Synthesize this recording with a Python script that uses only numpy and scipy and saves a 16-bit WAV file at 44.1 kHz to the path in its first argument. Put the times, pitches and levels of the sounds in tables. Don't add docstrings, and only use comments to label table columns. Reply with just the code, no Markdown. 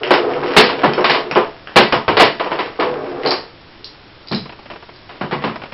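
import sys
import numpy as np
from scipy import signal
from scipy.fft import rfft, irfft, next_fast_len
from scipy.io import wavfile

SR = 44100
rng = np.random.default_rng(int(sys.argv[2]) if len(sys.argv) > 2 else 0)


def unload_audio(sound):
    columns = np.transpose(np.atleast_2d(sound))
    steps = np.round(np.clip(columns, -1, 1) * 32767)
    wavfile.write(sys.argv[1], SR, steps.astype(np.int16))


N = 252913
TIME = np.arange(N) / SR

# start in seconds, length in seconds, level in dB.
ROLLS = [(0.0, 0.092, -19.5), (0.125, 0.13, -15.5), (0.26, 0.052, -14.5), (0.34, .72, -17),
         (1.1, 0.088, -18), (1.2, .23, -29), (2.83, 0.37, -19), (3.235, 0.056, -11.5)]
RUBS = [(0.02, 0.042, -15.5), (0.25, 0.13, -24), (0.43, 0.45, -20.5), (1.02, 0.49, -33.5),
        (1.66, 0.04, -34), (2.42, 0.22, -21.5), (2.8, 0.51, -30), (3.21, 0.043, -27), (5.08, 0.41, -32),
        (5.58, 0.13, -36)]
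# frequency in Hz, bandwidth in Hz, level in dB.
ROLL_MODES = [(147.7, 3.7, -7.5), (218, 3.5, -14), (273.5, 17, -7), (350.7, 11, 5.5), (371, 64, -3),
              (428, 25, 1.5), (490.5, 11.3, 5.5), (537, 11, -9), (613, 78, -10), (757, 70, -7),
              (1030, 500, -16)]
# start in seconds,
# level in dB, brightness in dB per octave, offset of the board's thud in dB.
DROPS = [(0.107, -3.5, -3.5, -23.5), (0.565, -1.5, -0.5, -5.5), (0.57, 0, 2, -30.5), (1.759, -4.5, 0, -4.5),
         (1.765, 0.5, -0.4, -48), (2.169, -7.5, 0, -19), (2.198, -1.5, -2, -31), (2.207, -4, 0.1, -12)]
KNOCKS = [(0.139, -6.5, 0, -23), (0.429, -15.5, -2, -14.5), (0.691, -11.5, 3, -24), (0.834, -3, -3.5, -2.5),
          (0.841, -2.5, -1.5, -11), (0.978, -7, -7, -10), (1.006, -18.5, -4, -9.5), (1.043, -2.5, 3, -22),
          (1.097, -5, 5.5, -11), (1.143, -7.5, 2.5, -25), (1.314, -16, 0, -4), (1.358, -2.5, -3, -12.5),
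          (1.37, -4.5, -6, -23), (1.923, -2.5, 0, -10), (2.08, -2, -0.6, -11.5), (2.397, -8, -1, -22),
          (2.46, -14.5, -4, -25), (2.516, -9.5, -1.9, -14), (2.589, -9, 1, -32), (2.79, -16.5, -13, -25),
          (2.798, -9, 1, -21), (2.822, -8.5, -1, -14.5), (3.259, -10.5, -1, -13.5), (3.312, -11, 2, -31),
          (4.312, -20, -5.5, 9), (4.323, -18, 4.5, 10.5), (5.092, -27, 1.5, -16), (5.211, -13, -2, 1),
          (5.311, -16.5, 1, -20), (5.323, -12.5, -1, 2.5), (5.439, -10, 0.1, -1), (5.474, -18, -1, 6)]
# lower edge in Hz, upper edge in Hz.
IMPACT_BANDS = [(125, 244), (310, 650), (620, 1272), (1450, 2804), (3400, 4890)]
# frequency in Hz, bandwidth in Hz, gain in dB.
BODY_MODES = [(74, 7.9, 5), (145, 15, 6.5), (191.8, 14.6, 7.5), (228.5, 21, 7.5), (297, 20, 7),
              (360.7, 18, 9), (425, 8.5, 9.5), (494.7, 9.9, 9), (671, 3.2, 5.5), (898, 6.5, 5),
              (990, 10, 6), (1093, 11, 5), (1237, 5.1, 6), (1960, 12, 9), (1958, 32, -10.5),
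              (2300, 8.6, 4.5), (2600, 20, -3.5), (2865, 38, 7), (3063, 40, 7.5), (3450, 7.5, 6)]
# start in seconds, level in dB.
TICKS = [(0.0335, -0.5), (0.075, -10), (0.139, 3), (0.3355, -11), (0.5362, -6.5), (0.792, -11),
         (0.9349, -1.5), (0.949, -18), (1.0086, -8), (1.0455, 0), (1.0979, 0), (1.3118, 0), (1.3524, -6),
         (1.6728, -11.5), (1.925, 3), (3.2343, -10.5)]
THUMPS = [(1.924, -1.5), (2.081, 4), (2.2, -2.5)]
CREAKS = [(4.457, -20), (4.494, -19.5), (4.522, -22.5), (4.591, -24.5), (4.658, -23.5), (4.701, -18),
          (4.713, -18.5), (4.734, -22), (4.758, -20.5), (4.825, -24), (4.89, -23.5), (5.422, -14.5),
          (5.558, -13.5), (5.618, -17.5), (5.636, -16), (5.657, -23), (5.722, -17.5)]
# start in seconds, level in dB, favoured pitch in Hz, tick-to-ring ratio.
CLINKS = [(3.261, -16.5, 4800, 1.9), (3.2734, -12, 4020, 0.67), (3.3073, -11.5, 4600, 1.4),
          (3.8439, -29, 5060, 3.6), (4.2731, -28, 4670, .15), (4.2848, -21.5, 4540, .15),
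          (4.316, -21.5, 4750, 2.1), (4.347, -19, 4770, 1.8), (4.939, -39.5, 4750, .1),
          (4.961, -35, 4640, .1)]
# frequency in Hz, level in dB, 60 dB decay time in seconds.
BRASS_MODES = [(4080, 4, .03), (3670, -10, 0.02), (4720, 6, 0.0071), (4725, -4.5, 0.028), (4860, -9, 0.054)]
# frequency in Hz, spectral density in dB.
FLOOR_COLOUR = [(25, -4), (50, -10), (80, -4), (130, -4.5), (200, -11), (330, -6), (530, -11.5),
                (1000, -13.5), (2200, -16), (4000, -19), (5500, -21.5)]
RUB_COLOUR = [(80, -14), (180, 2), (500, 10.5), (1100, 2), (1700, 2), (2800, -6), (3700, -10), (5500, -15)]
TICK_COLOUR = [(150, -23.5), (500, -0.5), (1200, 3), (2200, 2.5), (2900, 2.5), (3700, -11), (5500, -7.5)]
THUMP_COLOUR = [(40, -21.5), (75, -13), (105, 8), (160, -12), (300, -39), (1000, -61)]
CREAK_COLOUR = [(80, -23), (180, -2.5), (350, 1), (600, 2), (1200, -2), (1800, -6), (2700, -6),
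                (3700, -15.5), (5500, -21)]
# frequency in Hz, 60 dB decay time in seconds.
ROOM_T60 = [(120, 0.34), (350, 0.28), (900, 0.28), (2200, 0.3), (5000, 0.31)]


def from_db(db):
    return 10 ** (np.asarray(db) / 20)


def unit_energy(x):
    return x / np.sqrt(np.sum(x ** 2) + 1e-20)


def unit_rms(x):
    return unit_energy(x) * np.sqrt(len(x))


def at_hz(points, hz):
    f, value = np.transpose(points)
    return np.interp(np.log(np.maximum(hz, 1)), np.log(f), value)


def band(x, low_hz, high_hz):
    return signal.sosfilt(signal.butter(2, [low_hz, high_hz], "band", fs=SR, output="sos"), x + 1e-18)


def resonance(x, hz, width_hz):
    r = np.exp(-np.pi * width_hz / SR)
    feedback = [1, -2 * r * np.cos(2 * np.pi * hz / SR), r * r]
    return signal.lfilter(np.array([1, 0, -1]) * (1 - r * r) / 2, feedback, x + 1e-18)


def coloured(x, colour):
    size = next_fast_len(len(x))
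    gain = from_db(at_hz(colour, np.fft.rfftfreq(size, 1 / SR)))
    return irfft(rfft(x, size) * gain, size)[:len(x)]


def grains(per_s, spread_db, size=N):
    strength = from_db(spread_db * np.minimum(rng.exponential(1, size), 4)) * rng.choice([-1, 1], size)
    return strength * (rng.random(size) < per_s / SR)


def add(track, start_s, sound):
    start = max(round(start_s * SR), 0)
    track[start:start + len(sound)] += sound[:max(N - start, 0)]


def strokes(rows, attack_s, release_db_per_s, fade_db_per_s=0):
    out = np.zeros(N)
    for start, length, db in rows:
        age = np.maximum(TIME - start, 0)
        loss_db = fade_db_per_s * age + release_db_per_s * np.maximum(age - length, 0)
        out += np.minimum(age / attack_s, 1) * from_db(db - loss_db)
    return out


def bursts(rows, colour, decay_s, size=2048):
    out, envelope = np.zeros(N), np.exp(-(TIME[:size] / decay_s) ** 2)
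    for start, db in rows:
        noise = coloured(rng.standard_normal(size), colour)
        add(out, start, from_db(db) * unit_energy(noise * envelope))
    return out


def echoes(hz, build_s=0.0034, size=17000):
    t = TIME[:size]
    decay = np.exp(-np.log(1000) * t / at_hz(ROOM_T60, hz))
    return unit_energy(rng.standard_normal(size) * (1 - np.exp(-t / build_s)) * decay)


def in_room(x, direct_db):
    edges, direct = np.geomspace(80, 7000, 7), from_db(direct_db)
    tail = sum(band(echoes(np.sqrt(low * high)), low, high) for low, high in zip(edges, edges[1:]))
    return (direct * x + signal.fftconvolve(x, unit_energy(tail))[:N]) / np.hypot(direct, 1)


def noise_floor():
    return unit_rms(coloured(rng.standard_normal(N), FLOOR_COLOUR))


def rolling(turn_hz, lurch_db, rattle_db):
    turn = from_db(lurch_db * np.sin(2 * np.pi * turn_hz * TIME))
    bumps = grains(per_s=2500, spread_db=0.55) * turn
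    drone = sum((-1) ** k * from_db(db) * resonance(bumps, hz, width)
                for k, (hz, width, db) in enumerate(ROLL_MODES))
    rattle = band(grains(per_s=60, spread_db=4.6) * turn, 990, 3000)
    motion = strokes(ROLLS, attack_s=0.022, release_db_per_s=192.5, fade_db_per_s=6.5)
    return motion * (unit_rms(band(drone, 100, 1500)) + from_db(rattle_db) * unit_rms(rattle))


def webbing(slips_per_s, ticks_per_s, tick_db):
    slips = unit_rms(coloured(grains(slips_per_s, spread_db=5), RUB_COLOUR))
    ticks = unit_rms(coloured(grains(ticks_per_s, spread_db=3.5), TICK_COLOUR))
    effort = strokes(RUBS, attack_s=0.02, release_db_per_s=82.5)
    return effort * (slips + from_db(tick_db) * ticks)


def hull_ticks():
    return bursts(TICKS, TICK_COLOUR, decay_s=0.002)


def impacts(rows, gain_db, band_db, direct_db, chatter, size=3000):
    out, settling = np.zeros(N), np.exp(-TIME[:size] / 0.012)
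    centres_hz = np.sqrt(np.prod(IMPACT_BANDS, axis=1))
    octaves = np.log2(centres_hz[1:] / centres_hz[2])
    for start, db, brightness, thud_db in rows:
        force = chatter * unit_energy(grains(per_s=1800, spread_db=1, size=size) * settling)
        force[0] += 1
        gains = from_db(gain_db + db + np.append(thud_db, brightness * octaves) + band_db)
        for k, (low, high) in enumerate(IMPACT_BANDS):
            heard = echoes(centres_hz[k])
            add(heard, 0, (-1) ** k * from_db(direct_db) * unit_energy(force))
            add(out, start, gains[k] * unit_energy(band(heard, low, high)))
    return out


def board_and_hulls(x):
    return x + sum((from_db(db) - 1) * resonance(x, hz, width) for hz, width, db in BODY_MODES)


def tray_thumps():
    return bursts(THUMPS, THUMP_COLOUR, decay_s=0.031)


def brass_clinks(focus_hz, size=6000):
    out, t = np.zeros(N), TIME[:size]
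    contact = np.exp(-t / 0.0015)
    for start, level_db, favoured_hz, tick_ratio in CLINKS:
        tick = unit_energy(band(rng.standard_normal(size) * contact, 3980, 5240))
        ring = np.zeros(size)
        for hz, db, t60 in BRASS_MODES:
            coupling = 1 / np.hypot(1, (hz - favoured_hz) / focus_hz)
            ring += coupling * from_db(db - 60 * t / t60) * np.sin(2 * np.pi * hz * t)
        add(out, start, from_db(level_db) * (unit_energy(ring) + tick_ratio * tick))
    return out


def table_creaks():
    return bursts(CREAKS, CREAK_COLOUR, decay_s=0.013)


def scene():
    drops = impacts(DROPS, gain_db=28.5, band_db=[-6.5, -7.5, -3.5, -3.5, -8.5], direct_db=-6,
                    chatter=2.17)
    knocks = impacts(KNOCKS, gain_db=24.5, band_db=[-9.5, -10, -4, -8.5, -18.5], direct_db=-4.5,
                     chatter=2.7)
    rolls = from_db(-3.62) * in_room(rolling(turn_hz=17, lurch_db=1, rattle_db=-22.5), direct_db=9.5)
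    rustle = from_db(-9) * in_room(webbing(slips_per_s=250, ticks_per_s=37, tick_db=-9), direct_db=4.5)
    ticks = from_db(11) * in_room(hull_ticks(), direct_db=4)
    clinks = from_db(17) * in_room(brass_clinks(focus_hz=300), direct_db=3)
    creaks = from_db(16) * in_room(table_creaks(), direct_db=15)
    thumps = from_db(2) * in_room(tray_thumps(), direct_db=8)
    floor = from_db(-40) * noise_floor()
    return (board_and_hulls(drops + knocks) + rolls + rustle + ticks + clinks + creaks + thumps + floor)[None]


def record(dry):
    headroom, cutoff_hz, splatter_cutoff_hz = 1.34, 5500, 16000
    saturated = headroom * np.tanh(dry / headroom)
    narrow = signal.sosfilt(signal.ellip(10, 0.5, 85, cutoff_hz, fs=SR, output="sos"), saturated)
    clipped = np.clip(narrow, -1, 1)
    return signal.sosfilt(signal.butter(8, splatter_cutoff_hz, fs=SR, output="sos"), clipped)


dry = scene()
out = record(dry)
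unload_audio(out)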